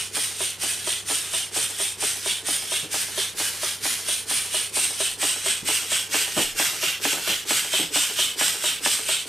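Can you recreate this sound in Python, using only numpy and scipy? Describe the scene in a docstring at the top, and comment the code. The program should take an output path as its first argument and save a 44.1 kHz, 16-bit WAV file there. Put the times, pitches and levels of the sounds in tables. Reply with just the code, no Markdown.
"""A small double-acting steam engine runs on a workbench, over mains hum, still air and low rumble.
From the start, each half turn brings a hissing puff of steam, made of shaped noise that a valve curve
opens and shuts, and a knock, made of fading tones of the tin base; light ticks fall in between.
Someone walking round the bench makes a few dull thuds, rough pushes on ringing boards: one near 2.8 s, most
from 5.6 to 7.8 s. The engine sounds nearer in the second half, while the hum sinks towards the end."""
import sys
import numpy as np
from scipy import signal
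from scipy.fft import rfft, irfft, next_fast_len
from scipy.io import wavfile
from scipy.ndimage import uniform_filter1d, map_coordinates

SR = 44100
rng = np.random.default_rng(int(sys.argv[2]) if len(sys.argv) > 2 else 0)


def log_audio(samples):
    """Write samples as a 16-bit WAV file to the path given in sys.argv[1]."""
    # one column per channel
    frames = np.atleast_2d(samples).T
    # limit to full scale, then quantise
    limited = np.clip(frames, -1, 1)
    pcm = np.round(limited * 32767).astype(np.int16)
    wavfile.write(sys.argv[1], SR, pcm)


N = 409248
T = np.arange(N) / SR  # time in seconds

# Slightly unsteady low tones of the hum. Each row: pitch in Hz, level in dB before the slow change.
HUM_TONES = [(70, -68), (99.9, -57.5)]
# Slow change of the hum. Each row: time in seconds, change in dB.
HUM_CHANGE = [(0, 4.5), (5.5, 2.5), (6.9, 0.5), (9.28, -2.5)]
# Colour of the room air. 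Each row: frequency in Hz, relative level in dB per Hz.
AIR_COLOUR = [(25, -7), (50, -21), (75, -13), (120, -8), (170, 2), (260, -7.5), (420, 3), (600, -6.5),
              (1000, -5), (2500, -9.5), (9000, -23), (15000, -38)]
# Low rumbling swells that come with the thuds. Each row: time in seconds, highest level in dB.
LOW_BUMPS = [(5.63, -56), (6.44, -47)]
RUMBLE_DB = -69  # steady rumble under the swells
BUMP_RISE_S, BUMP_T60_S = 0.061, 0.7  # rise through the last 20 dB; fall by 60 dB

# Dull thuds on the floor. Each row: start in seconds, peak in dB, tilt in dB per octave,
# time in seconds for the push to fall by 60 dB.
FLOOR_THUDS = [(2.827, -31, -1, 0.17), (5.623, -31, -8.5, 0.23), (6.362, -18.5, -3.5, 0.18),
               (6.377, -17, 5, 0.14), (6.384, -19, 0.5, 0.25), (6.421, -41, -6, 0.15), (7.122, -22, 3, 0.3),
               (7.169, -32, 6, 0.13), (7.289, -24.5, 2, 0.18), (7.788, -21.5, 0.5, 0.26)]
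# Resonances of the floor boards. Each row: pitch in Hz, width in Hz, level in dB before the tilt.
FLOOR_BOARDS = [(170, 50, 0), (307, 38, 5), (400, 86, 0.5), (495, 164, -1), (765, 360, -6)]

# Piston reversals, outward and return in turn. Each row: time in seconds, knock level in dB.
REVERSALS = [(0.167, -27), (0.405, -23.5), (0.634, -28.5), (0.872, -22.5), (1.1, -27), (1.337, -25),
             (1.563, -25), (1.799, -25.5), (2.026, -25), (2.259, -23.5), (2.485, -25), (2.718, -23.5),
             (2.942, -24), (3.177, -23.5), (3.4, -25.5), (3.631, -22), (3.854, -23.5), (4.086, -27.5),
             (4.31, -25.5), (4.543, -21.5), (4.768, -22.5), (5.003, -21), (5.229, -22), (5.46, -21),
             (5.687, -21.5), (5.918, -23.5), (6.143, -19.5), (6.373, -18.5), (6.598, -19.5), (6.83, -20.5),
             (7.052, -19), (7.274, -21.5), (7.507, -19), (7.736, -19.5), (7.959, -20), (8.189, -22.5),
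             (8.411, -19), (8.639, -21.5), (8.86, -19), (9.089, -20)]
# The listener's way round and nearer. Each row: time in seconds, middle of the pipe peak in Hz,
# nozzle peak in Hz, nearness in dB, pipe level in dB on outward puffs and on return puffs,
# nozzle level in dB.
LISTENER_WALK = [(0, 3120, 8920, 0.1, -22, -17.5, -16), (1.3, 3190, 8770, 0.1, -19.5, -17.5, -15),
                 (2, 3190, 8780, 0.2, -19.5, -17, -14.5), (3.2, 3260, 8940, 1.1, -25, -15, -17.5),
                 (3.7, 3280, 9150, 1.7, -26, -18, -18), (4.2, 3240, 9150, 1.4, -21, -15, -15.5),
                 (4.8, 3100, 8770, 1, -18.5, -17.5, -12), (5.5, 3010, 8380, 1.8, -15.5, -13.5, -13),
                 (6.2, 2900, 8330, 2.5, -16, -14, -15), (6.8, 2833, 7900, 3.1, -14, -12.5, -16.5),
                 (7.2, 2920, 7940, 2.9, -16.5, -12.5, -18), (7.6, 3110, 8240, 2.84, -15, -12, -13.5),
                 (8.5, 3156, 8220, 2.8, -15.5, -11.5, -13), (9.28, 3130, 8300, 2, -15, -10.5, -14.5)]
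# Ringing modes of the tin base. Each row: pitch in Hz, level in dB for outward and for return knocks,
# time in seconds to fall by 60 dB, time in seconds to swell up.
BASE_MODES = [(287, 13, 3, 0.074, 0.0036), (383.5, 7.5, 14, 0.072, 0.0061), (439.5, 4.5, -7, 0.1, 0.0031),
              (633, -0.5, 2.5, 0.033, 0.00064), (792, 9, -4, 0.016, 0.00094),
              (952, -1, 0.5, 0.023, 0.00086), (1258, -3.5, -4, 0.032, 0.00031),
              (1720, 9, 0, 0.021, 0.00051), (2250, 11.5, -4, 0.0084, 0.00015)]
# How a knock is shared out; first row outward, second row return.
# Each row: level of the deep, the low and the bright crack modes in dB.
KNOCK_SHARES = [(-16.5, -9.5, -13.5), (-27, -12, -8.5)]
# Change with nearness, in one row: deep, low and crack modes in dB per dB of nearness.
KNOCK_NEARNESS = (0.9, -1.3, 2.2)
# Light ticks of the valve gear, once a turn. Each row: usual crank angle in degrees,
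# level in dB relative to the knock, level of the low modes in dB.
VALVE_TICKS = [(106.1, -14, -6), (128, -35, 7), (316.4, -23.5, 6)]
KNOCK_SCATTER_DB = 2.5  # chance spread of each share
ECHO_DB, ECHO_PER_NEAR = -4.5, -1.5  # bounces and walls from afar; dB change per dB of nearness
BASE_CUT_HZ = 155  # the small base gives off little bass

# Exhaust puffs, outward then return. Each row: opening in degrees after the outward knock; attack, hold,
# release and linger in degrees; level in dB after the release and after the linger; jet level in dB.
EXHAUST_PUFFS = [(-44, 35.6, 68.5, 33.7, 77, -5.5, -10, -24.5),
                 (139, 43.2, 37.5, 60.2, 29.4, -7.5, -14.5, -26)]
PUFF_START_DB, FADE_DEG = -20, 32  # level a puff rises from; angle over which the last wisp dies
# Colour of the bare jet. Each row: frequency in Hz, relative level in dB per Hz.
JET_COLOUR = [(150, -5), (400, -12), (1000, -8.5), (1150, -10), (1500, -1.5), (2000, -1), (2500, 1),
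              (4200, 1), (5500, 2.5), (7000, 0.5), (10500, -3), (12200, -7), (14000, -8), (15200, -60)]
# Peaks that stand out only from close by. Each row: pitch in Hz, width in Hz, relative level in dB.
CLOSE_PEAKS = [(1460, 150, -3), (12700, 1500, -10.5)]
CLOSE_DB, CLOSE_GROWS = -5.5, 3.6  # added from afar; dB per dB of nearness
# Upper shoulder of the nozzle peak. Each row: time in seconds, level in dB relative to the jet.
NOZZLE_SHOULDER = [(0, -4), (2.5, -3), (3.6, -1), (4.4, -5), (5.2, -17), (6.3, 0), (7, -5), (7.8, -9),
                   (9.28, -2)]
# Nozzle peak on return puffs. Each row: time in seconds, level in dB relative to the outward puffs.
NOZZLE_ON_RETURN = [(0, 0.5), (3, 0.5), (4.2, 1), (5, -1), (6.3, 0.5), (7, -6), (7.4, -1), (7.8, -1.5),
                    (9.28, 0.5)]
PIPE_GROWS, NOZZLE_GROWS = 1.25, 1.33  # dB per dB of valve opening
PIPE_WIDTH_HZ, NOZZLE_WIDTH_HZ, SHOULDER_WIDTH_HZ = 657, 800, 480
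PIPE_LAG_DEG = 4.3  # the pipe fills after the valve opens
FLARE_DB = 0.64  # strength of the chance flaring of pipe and nozzle
WHISTLE_DB = -21.5  # whistle relative to the pipe peak
JET_CUT_HZ = 97  # the thin jet makes little bass

# Left-right likeness. Each row: frequency in Hz, likeness from 0 (unrelated) to 1 (the same).
LIKENESS = [(30, .88), (80, .95), (170, .83), (500, .88), (2000, .89), (8000, .89), (14000, .83)]
# Balance of the two microphone ports. Each row: frequency in Hz, left minus right in dB.
PORT_BALANCE = [(30, 5), (80, 0.3), (170, -0.5), (400, -0.5), (1400, -1.5), (5500, -0.9), (10000, -1.2),
                (13500, 2.5)]
TOP_HZ = 15200  # nothing passes above this


def amp(db):
    """Turn decibels into a plain multiplier."""
    return 10 ** (np.asarray(db) / 20)


def unit(x):
    """Scale to an rms level of one."""
    return x / np.sqrt(np.mean(x ** 2) + 1e-20)


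def along(points, hz):
    """Read a table of frequency and value, with frequency on a log axis."""
    f, v = np.transpose(points)
    return np.interp(np.log(hz + 1), np.log(f + 1), v)


def curves(rows, t):
    """Read each column after the first at the times t."""
    s, *cols = np.transpose(rows)
    return [np.interp(t, s, c) for c in cols]


def wobble(rate):
    """A smooth random curve through a given number of chance points a second."""
    return map_coordinates(rng.standard_normal(int(N * rate / SR) + 4), [T * rate])


def filtered(x, response):
    """Multiply the spectrum of x by a response that depends on frequency."""
    m = next_fast_len(N + SR // 2)
    return irfft(rfft(x, m) * response(np.fft.rfftfreq(m, 1 / SR)), m)[..., :N]


def no_bass(x, cut_hz):
    """Weaken what lies below cut_hz, ever more towards the deepest bass."""
    return filtered(x, lambda hz: (1j * hz / (cut_hz + 1j * hz)) ** 2)


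def spread(pair):
    """Blend two signals into left and right; unrelated ones get the room's likeness."""
    def shares(hz):
        turn = np.arccos(np.clip(along(LIKENESS, hz), -1, 1)) / 2
        return np.array([np.cos(turn), np.sin(turn)])

    mid, side = filtered(pair, shares)
    return np.array([mid + side, mid - side])


def add(x, s, sound):
    """Mix a sound in at s seconds."""
    start = round(s * SR)
    part = x[..., start:start + sound.shape[-1]]
    part += sound[..., :part.shape[-1]]


def room():
    """Hum is a few unsteady sines; air, and the low rumble that swells with the thuds, are coloured noise."""
    hum_change_db, = curves(HUM_CHANGE, T)
    hum = 0
    for hz, db in HUM_TONES:
        level = amp(db + 2.0 + 0.95 * wobble(19))
        hum = hum + level * np.sin(2 * np.pi * hz * T + 0.24 * wobble(6))
    air = unit(filtered(rng.standard_normal((2, N)), lambda hz: amp(along(AIR_COLOUR, hz))))
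    rumble = unit(filtered(rng.standard_normal((2, N)), lambda hz: (hz > 15) / (1 + (hz / 36) ** 6)))
    rumble_level = amp(RUMBLE_DB)
    for s, db in LOW_BUMPS:
        drop = np.where(T < s, (s - T) / BUMP_RISE_S / 3, (T - s) / BUMP_T60_S)
        rumble_level = rumble_level + amp(db - 60 * drop)
    return amp(hum_change_db) * hum + spread(amp(-49) * air + rumble_level * rumble)


def thuds():
    """A soft contact is a short rough push that sets the floor boards ringing."""
    out, t = np.zeros((2, N)), np.arange(SR // 2) / SR
    f = np.fft.rfftfreq(len(t), 1 / SR)
    for s, db, tilt_db, t60 in FLOOR_THUDS:
        push = amp(-60 * t / t60) * (1 - np.exp(-t / 0.0017)) * rng.standard_normal((2, len(t)))
        boards = 0
        for k, (hz, width, level) in enumerate(FLOOR_BOARDS):
            gain = (-1) ** k * amp(level + tilt_db * np.log2(hz / 300))
            boards = boards + gain * 1j * f * width / (hz * hz - f * f + 1j * f * width)
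        sound = irfft(rfft(push) * boards, len(t))
        add(out, s, amp(db) * sound / np.abs(sound).max())
    return spread(out)


def reversals():
    """Reversal times with one more turn at each end; the outward ones mark whole turns."""
    s = np.array(REVERSALS)[:, 0]
    return np.concatenate([s[:2] - (s[2] - s[0]), s, s[-2:] + (s[-1] - s[-3])])


def base(db, part_db, side, bounce_db):
    """The struck tin base rings in fading tones; slack lets the blow bounce twice, off its first spot."""
    t = np.arange(SR // 8) / SR
    hz, *levels, t60, swell = np.transpose(BASE_MODES)[:, :, None]
    deep_db, low_db, crack_db = part_db
    part = np.select([hz < 330, hz < 500, hz > 1400], [deep_db, low_db, crack_db])
    out = np.zeros(len(t))
    for lag, blow_db in [(0, 0), (0.011, bounce_db), (0.021, bounce_db - 2.5)]:
        level_drift, pitch_drift, phase = rng.normal(0, 1, (3, len(BASE_MODES), 1))
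        level_db = db - 1 + blow_db + levels[side] + part + 1.2 * level_drift
        gain = amp(level_db - 60 * t / t60) * (1 - np.exp(-(t / swell) ** 2))
        angle = 2 * np.pi * hz * (1 + 0.015 * pitch_drift) * t
        angle = angle + np.pi * phase * (lag > 0)  # only bounces start at a chance phase
        add(out, lag, np.sum(gain * np.sin(angle), 0))
    return out


def linkage():
    """The crank takes up its play with a knock at each reversal; valve gear ticks at set crank angles."""
    out, s = np.zeros(N), reversals()
    near_db = curves(LISTENER_WALK, T)[2]
    echo_db = ECHO_DB + ECHO_PER_NEAR * near_db
    for k, (when, db) in enumerate(REVERSALS):
        side, now = k % 2, round(when * SR)
        part_db = KNOCK_SHARES[side] + near_db[now] * np.array(KNOCK_NEARNESS)
        part_db = part_db + rng.normal(0, KNOCK_SCATTER_DB, size=3)
        add(out, when, base(db, part_db, side, echo_db[now] - (0, 3)[side]))
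    for turn in range(len(s) // 2):
        knock_db = np.interp(s[2 * turn], s[2:-2:2], np.array(REVERSALS)[::2, 1])
        for degrees, db, low_db in VALVE_TICKS:
            when = np.interp(360 * turn + degrees, 180 * np.arange(len(s)), s) + rng.normal(0, 0.003)
            tick_db = knock_db + db + rng.normal(0, 0.64)
            tick = base(tick_db, (low_db - 10.5, low_db, -6), 0, bounce_db=-6.5)
            if when > 0:
                add(out, when, tick)
    out = no_bass(out, BASE_CUT_HZ)
    # the walls answer with fading noise, more strongly from afar
    t = np.arange(SR // 4) / SR
    walls = unit(rng.standard_normal((2, len(t))) * amp(-60 * t / 0.22)) / np.sqrt(len(t))
    wet = signal.fftconvolve((out * amp(echo_db / 2))[None], walls, axes=1)[:, :N]
    # the bench edge answers late, and unequally left and right
    edge = np.roll(out, round(0.00328 * SR))
    return spread(np.array([out, edge])) + amp(-9.5) * wet


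def ripple(pair, depth_db):
    """Echoes off boiler, bench and walls: fine peaks and dips, drawn by chance, that shift with time."""
    z = signal.stft(pair, nperseg=2048)[2]
    field = uniform_filter1d(rng.standard_normal(z.shape[1:]), size=2, axis=0)
    field = uniform_filter1d(field, size=7, axis=1)
    return unit(signal.istft(z * amp(depth_db * unit(field)), nperseg=2048)[1][:, :N])


def puff(degrees, opens, attack, hold, release, linger, release_db, linger_db):
    """Valve opening in dB over one turn: attack, hold, release, then a lingering wisp."""
    corners = np.cumsum([0, attack, hold, release, linger, FADE_DEG])
    levels_db = [PUFF_START_DB, 0, 0, release_db, linger_db, 2 * PUFF_START_DB]
    return np.interp((degrees - opens) % 360, corners, levels_db)


def steam():
    """Wet steam rushes out as rough noise with a pipe peak and a nozzle peak, gated by the valve."""
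    noise = ripple(rng.standard_normal((2, N)), depth_db=3.0)
    hz, t, z = signal.stft(noise, SR, nperseg=256, noverlap=192)
    f = hz[:, None]

    def both(db):
        """Add the power of outward and return puffs."""
        return np.sum(amp(db) ** 2, axis=0)

    def peak(centre_hz, width_hz):
        return 1 / (1 + ((f - centre_hz) / width_hz) ** 2) ** 2

    s = reversals()
    degrees = np.interp(t, s, 180 * np.arange(len(s))) % 360
    pipe_hz, nozzle_hz, near_db, *pipe_db, nozzle_db = curves(LISTENER_WALK, t)
    valve_db = np.array([puff(degrees, *row[:-1]) for row in EXHAUST_PUFFS])
    late_db = np.array([puff(degrees - PIPE_LAG_DEG, *row[:-1]) for row in EXHAUST_PUFFS])
    pipe_flare_db = FLARE_DB * np.interp(t, T, wobble(5.5))
    nozzle_flare_db = FLARE_DB * np.interp(t, T, wobble(7))
    jet_db = np.array(EXHAUST_PUFFS)[:, -1:]
    return_db = np.outer([0, 1], curves(NOZZLE_ON_RETURN, t))

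    blast = both(valve_db + jet_db + near_db)
    pipe = both(PIPE_GROWS * late_db + pipe_db + pipe_flare_db)
    # the two cylinder ends blow through unequal passages
    pipe_hz = pipe_hz * (1 - 0.0276 * np.cos(np.radians(degrees - 40)))
    nozzle = both(NOZZLE_GROWS * valve_db + return_db + nozzle_db + nozzle_flare_db)
    nozzle = nozzle * peak(nozzle_hz, NOZZLE_WIDTH_HZ)
    shoulder = amp(curves(NOZZLE_SHOULDER, t)[0]) ** 2 * peak(1.113 * nozzle_hz, SHOULDER_WIDTH_HZ)
    close = 0
    for centre, width, db in CLOSE_PEAKS:
        close = close + amp(db + CLOSE_DB + CLOSE_GROWS * near_db) ** 2 * peak(centre, width)
    jet = blast * (amp(along(JET_COLOUR, f)) ** 2 + close + shoulder)
    power = jet + pipe * peak(pipe_hz, PIPE_WIDTH_HZ) + nozzle

    # chance patches of louder and softer sound in pitch and time
    patches = uniform_filter1d(uniform_filter1d(rng.standard_normal(power.shape), 3, 0), 16, 1)
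    shaped = z * np.sqrt(power) * amp(0.53 * unit(patches))
    pair = signal.istft(shaped, SR, nperseg=256, noverlap=192)[1][:, :N]
    # droplets tear the jet: all bands flicker together
    sputter = amp(0.82 * wobble(350) + 0.37 * wobble(45))
    # the pipe half whistles: an unsteady tone just under the middle of its peak
    cycles = np.cumsum(np.interp(T, t, 0.97 * pipe_hz) + 45 * wobble(14)) / SR
    whistle_level = amp(WHISTLE_DB) * np.interp(T, t, np.sqrt(pipe)) * wobble(70)
    whistle = whistle_level * np.sin(2 * np.pi * cycles)
    return no_bass(spread(pair * sputter) + whistle, JET_CUT_HZ)


def scene():
    """Everything together, from the background to the steam."""
    return room() + thuds() + linkage() + steam()


def record(dry):
    """Two microphone ports of slightly different colour, with the lowest and highest sound cut off."""
    def ports(hz):
        half_db = along(PORT_BALANCE, hz) / 2
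        return amp(half_db * np.array([[1], [-1]])) * (hz < TOP_HZ) * (hz > 12)

    return filtered(dry, ports)


dry = scene()
out = record(dry)
log_audio(out)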